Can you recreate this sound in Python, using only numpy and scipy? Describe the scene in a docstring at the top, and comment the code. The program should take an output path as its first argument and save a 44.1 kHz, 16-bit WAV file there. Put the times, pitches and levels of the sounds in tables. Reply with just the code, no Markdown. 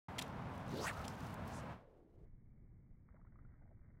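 """Fly cast beside a river

The line rips twice as it is pulled tight, then rod and line shed vortices in one rising whoosh.
The line hisses out through the rod rings, snaps against the rod and settles with a soft falling sigh.
The river's rush drops away to a dull rumble, in which a few small drops plop, each ringing a bubble."""
import sys
import numpy as np
from scipy import signal
from scipy.fft import rfft, irfft
from scipy.io import wavfile
from scipy.ndimage import uniform_filter1d

SR = 44100
rng = np.random.default_rng(int(sys.argv[2]) if len(sys.argv) > 2 else 0)


def wav_out(sig):
    """Save sig, one row per channel (or a flat mono array), as 16-bit PCM at SR to the path in sys.argv[1]."""
    wavfile.write(sys.argv[1], SR, np.round(np.clip(np.atleast_2d(sig).T, -1, 1) * 32767).astype(np.int16))


N = 176400
T = np.arange(N) / SR
BACKGROUND_ON_S = .084


def amp(db):
    """Decibels to gain."""
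    return 10 ** (np.asarray(db) / 20)


def unit(x):
    """Scale to rms 1."""
    return x / np.sqrt(np.mean(x ** 2) + 1e-20)


def add(mix, start_s, sound):
    """Mix a sound in at start_s."""
    part = mix[round(start_s * SR):][:len(sound)]
    part += sound[:len(part)]


def level(points):
    """Gain along (time [s], level [dB]), silent outside."""
    return amp(np.interp(T, *np.transpose(points), left=-200, right=-200))


def colour(x, points):
    """Filter by (frequency [Hz], gain [dB]), then scale to rms 1."""
    hz, db = np.transpose(points)
    f = np.fft.rfftfreq(len(x), 1 / SR) + 1
    gain = amp(np.interp(np.log(f), np.log(hz), db))
    skirts = np.minimum(f / hz[0], 1) ** 2 * np.minimum(hz[-1] / f, 1) ** 2
    return unit(irfft(rfft(x) * gain * skirts, len(x)))


def wander(rate_hz):
    """Smooth random motion, rms 1."""
    f = np.fft.rfftfreq(N, 1 / SR)
    return unit(irfft(rfft(rng.standard_normal(N)) * np.exp(-(f / rate_hz) ** 2), N))


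def grains(per_s, spread_db):
    """Random clicks of uneven size, rms 1."""
    size = amp(spread_db * np.minimum(rng.exponential(1, N), 4))
    return unit(size * rng.choice([-1, 1], N) * (rng.random(N) < per_s / SR))


def lowpass(x, hz):
    """Steep FIR low-pass."""
    return signal.oaconvolve(x, signal.firwin(511, hz, window=("kaiser", 8), fs=SR), "same")


def vortices(path, width_oct, skirt_db, skirt_oct, whistle_db, waver=.091):
    """Air shed by a moving rod or line: a wavering whistle in a noise band that follows its pitch."""
    top_hz = 11200
    path_s, path_hz, path_db = np.transpose(path)
    f, t, noise = signal.stft(rng.standard_normal(N), SR, nperseg=512, noverlap=448)
    octaves = np.log2((f[:, None] + 1) / np.interp(t, path_s, path_hz))
    core = np.exp(-.5 * (octaves / width_oct) ** 2)
    skirt = amp(skirt_db) * np.exp(-.5 * (octaves / skirt_oct) ** 2)
    band = (core + skirt) / np.sqrt(1 + (f[:, None] / top_hz) ** 10)
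    air = signal.istft(noise * band, SR, nperseg=512, noverlap=448)[1][:N]
    air /= np.sqrt(abs(uniform_filter1d(air ** 2, size=900)) + 1e-12)  # flatten the envelope
    pitch_hz = np.interp(T, path_s, path_hz) * (1 + waver * wander(rate_hz=250))
    whistle = np.sin(2 * np.pi * np.cumsum(pitch_hz) / SR) * amp(whistle_db + 1.8 * wander(rate_hz=41))
    rms = np.sqrt(1 + amp(whistle_db) ** 2 / 2)
    return (air + whistle) / rms * level(np.c_[path_s, path_db])


def cast():
    """Rod and line cut the air; faster, thinner parts shed a higher pitch."""
    # vortex paths, each (time [s], pitch [Hz], level [dB])
    rod = [(.71, 300, -61), (.75, 342.5, -46), (.772, 386.7, -45), (.8, 562.4, -49), (.825, 856.4, -51),
           (.85, 1015, -41.5), (.864, 1352, -44.5), (.877, 1799, -40.5), (.889, 2227, -44.5),
           (.901, 1550, -44), (.918, 1240, -50.5)]
    butt = [(.705, 216.1, -58.5), (.73, 213.6, -46), (.748, 240.4, -49), (.772, 276.6, -47.5),
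            (.81, 352, -50), (.85, 550.6, -53), (.88, 697, -52), (.92, 666.5, -61)]  # thick, slow part of the rod
    line = [(.68, 4000, -75), (.765, 4220, -62), (.795, 3700, -54.5), (.806, 4700, -59), (.843, 5700, -51),
            (.858, 6300, -54), (.878, 8900, -53), (.9, 8300, -59.5), (.92, 7610, -83)]
    loop = [(.93, 1250, -64), (.98, 1306, -51.5), (1.02, 1340, -55), (1.07, 1270, -70)]  # loop unrolls
    turnover = [(1.48, 4980, -86), (1.53, 5200, -65), (1.565, 7380, -63), (1.6, 6260, -65.5),
                (1.625, 5450, -84)]  # line end turns over
    settle = [(1.72, 555, -72), (1.88, 450, -67), (2.0, 350.3, -67.5), (2.12, 326.5, -72), (2.18, 342, -69),
              (2.25, 357, -68.5), (2.275, 320, -79)]  # line sinks through the air
    return (vortices(rod, width_oct=.25, skirt_db=-4, skirt_oct=.7, whistle_db=-1, waver=.06)
            + vortices(butt, width_oct=.3, skirt_db=-10, skirt_oct=.7, whistle_db=-3)
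            + vortices(line, width_oct=.2, skirt_db=-4, skirt_oct=.55, whistle_db=-8, waver=.07)
            + vortices(loop, width_oct=.06, skirt_db=-14, skirt_oct=.4, whistle_db=-1, waver=.05)
            + vortices(turnover, width_oct=.55, skirt_db=-10, skirt_oct=.7, whistle_db=-9)
            + vortices(settle, width_oct=.54, skirt_db=-14.5, skirt_oct=1.29, whistle_db=-7.5))


def rips():
    """Line jerks over the rings: friction bursts, each with a falling squeak."""
    # bursts (time [s], length [s], level [dB], pitch [Hz])
    bursts = [(0.1825, 0.018, -41.5, 3150), (0.2116, 0.017, -49.5, 3530), (1.041, 0.0166, -56, 3320)]
    # friction spectrum (frequency [Hz], gain [dB])
    spectrum = [(700, -19.5), (2200, 5.5), (6500, -4), (10000, -8), (15500, -18.5)]
    squeak_gain = 2.4
    out = np.zeros(N)
    for start_s, length_s, db, hz in bursts:
        n = round(length_s * SR)
        progress = np.linspace(0, 1, n)
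        arch = np.sin(np.pi * progress).clip(0)
        rub = colour(rng.standard_normal(n), spectrum) * amp(2 * wander(rate_hz=600)[:n])
        pitch_hz = hz * (1 + .5 * (.5 - progress) + .15 * wander(rate_hz=850)[:n])
        squeak = squeak_gain * arch ** 3 * np.sin(2 * np.pi * np.cumsum(pitch_hz) / SR)
        add(out, start_s, amp(db) * arch ** .2 * unit(rub + squeak))
    return out


def snaps():
    """Line strikes the rod: sharp, dry ticks."""
    # strikes (time [s], level [dB], tilt [dB/oct])
    strikes = [(0.1913, -40, 7), (0.2234, -41, 5), (.2799, -61, 9), (.5787, -61.5, 7), (.6805, -58, 3),
               (1.0806, -40, -2.5), (1.206, -58, 6), (1.342, -52, 6), (1.4766, -54, 15)]
    # tick spectrum before tilt (frequency [Hz], gain [dB])
    spectrum = [(1200, -19.5), (3200, 0.5), (6000, 5.5), (9000, 0.5), (16000, -11)]
    attack_s, t60_s = .00026, .012
    out, t = np.zeros(N), np.arange(2048) / SR
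    envelope = np.minimum(t / attack_s, 1) * amp(-60 * t / t60_s)
    hz, gain_db = np.transpose(spectrum)
    for start_s, db, tilt in strikes:
        crack = colour(rng.standard_normal(len(t)), np.c_[hz, gain_db + tilt * np.log2(hz)])
        add(out, start_s, amp(db) * envelope * crack)
    return out


def running_line():
    """Line slides through the rings: grainy hiss."""
    # hiss envelope (time [s], level [dB])
    envelope = [(.09, -76), (.48, -94), (.55, -71), (.63, -83), (.7, -70.5), (.88, -53), (.94, -66),
                (1.15, -69), (1.335, -67.5), (1.365, -86), (1.45, -78), (1.485, -66), (1.53, -70),
                (1.7, -87), (1.8, -100), (2.25, -96.5)]
    # friction spectrum (frequency [Hz], gain [dB])
    spectrum = [(1000, -14), (2800, 2.5), (6000, -3), (10000, -7), (16000, -10.5)]
    rub = colour(rng.standard_normal(N) + .81 * grains(per_s=1600, spread_db=4), spectrum)
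    return rub * level(envelope) * amp(2.2 * wander(rate_hz=43))


def chatter():
    """Line chatters on the rod rings; each tiny tick sounds one ring."""
    # chatter envelope (time [s], level [dB])
    envelope = [(.25, -78), (.62, -93), (.69, -70.5), (.95, -68), (1.18, -74), (1.33, -78), (1.37, -86),
                (1.55, -87)]
    rings_hz, ring_s = [2900, 3440, 4290, 4660, 5200, 6110], .00054
    ticks, t = np.zeros(N), np.arange(512) / SR
    for hz in rings_hz:
        ring = t * np.exp(-2 * t / ring_s) * np.sin(2 * np.pi * hz * t)
        ticks += signal.oaconvolve(grains(per_s=30, spread_db=2.5), ring)[:N]
    return unit(ticks) * level(envelope)


def bank(x):
    """Add faint scatter from ground and bank."""
    scatter_db, t60_s = -16, .24
    t = np.arange(SR // 2) / SR
    tail = rng.standard_normal(len(t)) * amp(-60 * t / t60_s)
    return x + amp(scatter_db) * signal.oaconvolve(x, tail / np.linalg.norm(tail))[:N]


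def drops():
    """Each drop splashes and rings a small rising bubble, over a fine trickle."""
    # drops on water (time [s], level [dB], pitch [Hz], splash re bubble [dB])
    impacts = [(3.088, -69.5, 1254, 2.5), (3.144, -57.5, 537, -14), (3.164, -66.5, 1350, -10),
               (3.214, -66, 1150, -7), (3.248, -65.5, 970, -6), (3.27, -66, 1310, -7),
               (3.357, -63, 1140, -8), (3.389, -63.5, 1187, -7), (3.449, -66.5, 1290, -7),
               (3.53, -71.5, 1320, -11)]
    # trickle envelope (time [s], level [dB])
    trickle = [(3.05, -100), (3.11, -79.5), (3.3, -86.5), (3.45, -83.5), (3.68, -83.5), (4, -82.5)]
    # splash and trickle spectrum (frequency [Hz], gain [dB])
    spectrum = [(250, -9), (550, 0), (900, -0.5), (1350, 2.5), (2300, -5.5)]
    attack_s, t60_s, rise_per_s = .001, .032, 15
    out, t = np.zeros(N), np.arange(4096) / SR
    attack, decay = np.minimum(t / attack_s, 1), amp(-60 * t / t60_s)
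    for start_s, db, hz, splash_db in impacts:
        bubble = np.sin(2 * np.pi * hz * (t + rise_per_s * t ** 2 / 2))
        splash = amp(splash_db) * colour(rng.standard_normal(len(t)), spectrum)
        add(out, start_s, amp(db) * attack * decay * (bubble + splash))
    patter = signal.oaconvolve(grains(per_s=150, spread_db=1.5), rng.standard_normal(len(t)) * decay)[:N]
    return out + level(trickle) * colour(patter, spectrum)


def gurgles():
    """Clusters of small rising bubbles, each cluster scattered around one pitch."""
    # bubble clusters (time [s], length [s], level [dB], centre pitch [Hz])
    clusters = [(3.133, 0.061, -78, 852), (3.6, 0.08, -77.5, 659), (3.692, .04, -73.5, 490)]
    bubbles, spread_oct, rise_per_s = 16, .44, 2.6
    attack_s, t60_s = .001, .035
    out, t = np.zeros(N), np.arange(4096) / SR
    envelope = np.minimum(t / attack_s, 1) * amp(-60 * t / t60_s)
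    for start_s, length_s, db, centre_hz in clusters:
        cluster = np.zeros(N)
        for when, detune, phase in rng.random(size=(bubbles, 3)):
            hz = centre_hz * 2 ** (spread_oct * (2 * detune - 1))
            ring = np.sin(2 * np.pi * (hz * (t + rise_per_s * t ** 2 / 2) + phase))
            add(cluster, start_s + when * length_s, ring * envelope)
        out += amp(db) * unit(cluster) * np.sqrt(length_s * SR / N)
    return out


def river():
    """Steady rush of water; starts abruptly, fades fast after the cast."""
    # rush spectrum (frequency [Hz], gain [dB])
    spectrum = [(25, -17), (87, 0.5), (149, 1), (263, -5), (335, -13.5), (734, -9.5), (1020, -9.5),
                (1160, -14), (1560, -16.5), (1790, -21), (2280, -24), (6560, -45.5), (14800, -55),
                (16000, -53.5)]
    rush_db, attack_s, off_s, fade_db_per_s = -47.5, .001, 1.719, 180
    onset = np.clip((T - BACKGROUND_ON_S) / attack_s, 0, 1)
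    fade = amp(-fade_db_per_s * np.maximum(T - off_s, 0))
    water = colour(rng.standard_normal(N) + .5 * grains(per_s=2500, spread_db=3.5), spectrum)
    return amp(rush_db + .5 * wander(rate_hz=18)) * onset * fade * water


def rumble():
    """Dull outdoor background; swells as the rush fades."""
    # rumble spectrum (frequency [Hz], gain [dB])
    spectrum = [(20, -4), (32, -8.5), (50, -13), (105, -11.5), (195, -20.5), (250, -24.5), (380, -34.5),
                (590, -43.5), (1000, -49.5), (1500, -54.5), (2300, -50)]
    # swell (time [s], level re base [dB])
    swell = [(1.6, -14), (2.1, -7), (2.27, -1)]
    base_db, attack_s = -59, .012
    gain = amp(base_db + np.interp(T, *np.transpose(swell)) + .76 * wander(rate_hz=5.3))
    onset = np.clip((T - BACKGROUND_ON_S) / attack_s, 0, 1)
    return colour(rng.standard_normal(N), spectrum) * gain * onset


def scene():
    """Cast and river over muffled rumble, drops and gurgles; mono."""
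    muffled = lowpass(rumble() + drops() + gurgles(), hz=2340)
    return (river() + cast() + running_line() + chatter() + bank(rips() + snaps()) + muffled)[None]


def record(dry):
    """Band limit."""
    return lowpass(dry[0], hz=15900)[None]


dry = scene()
out = record(dry)
wav_out(out)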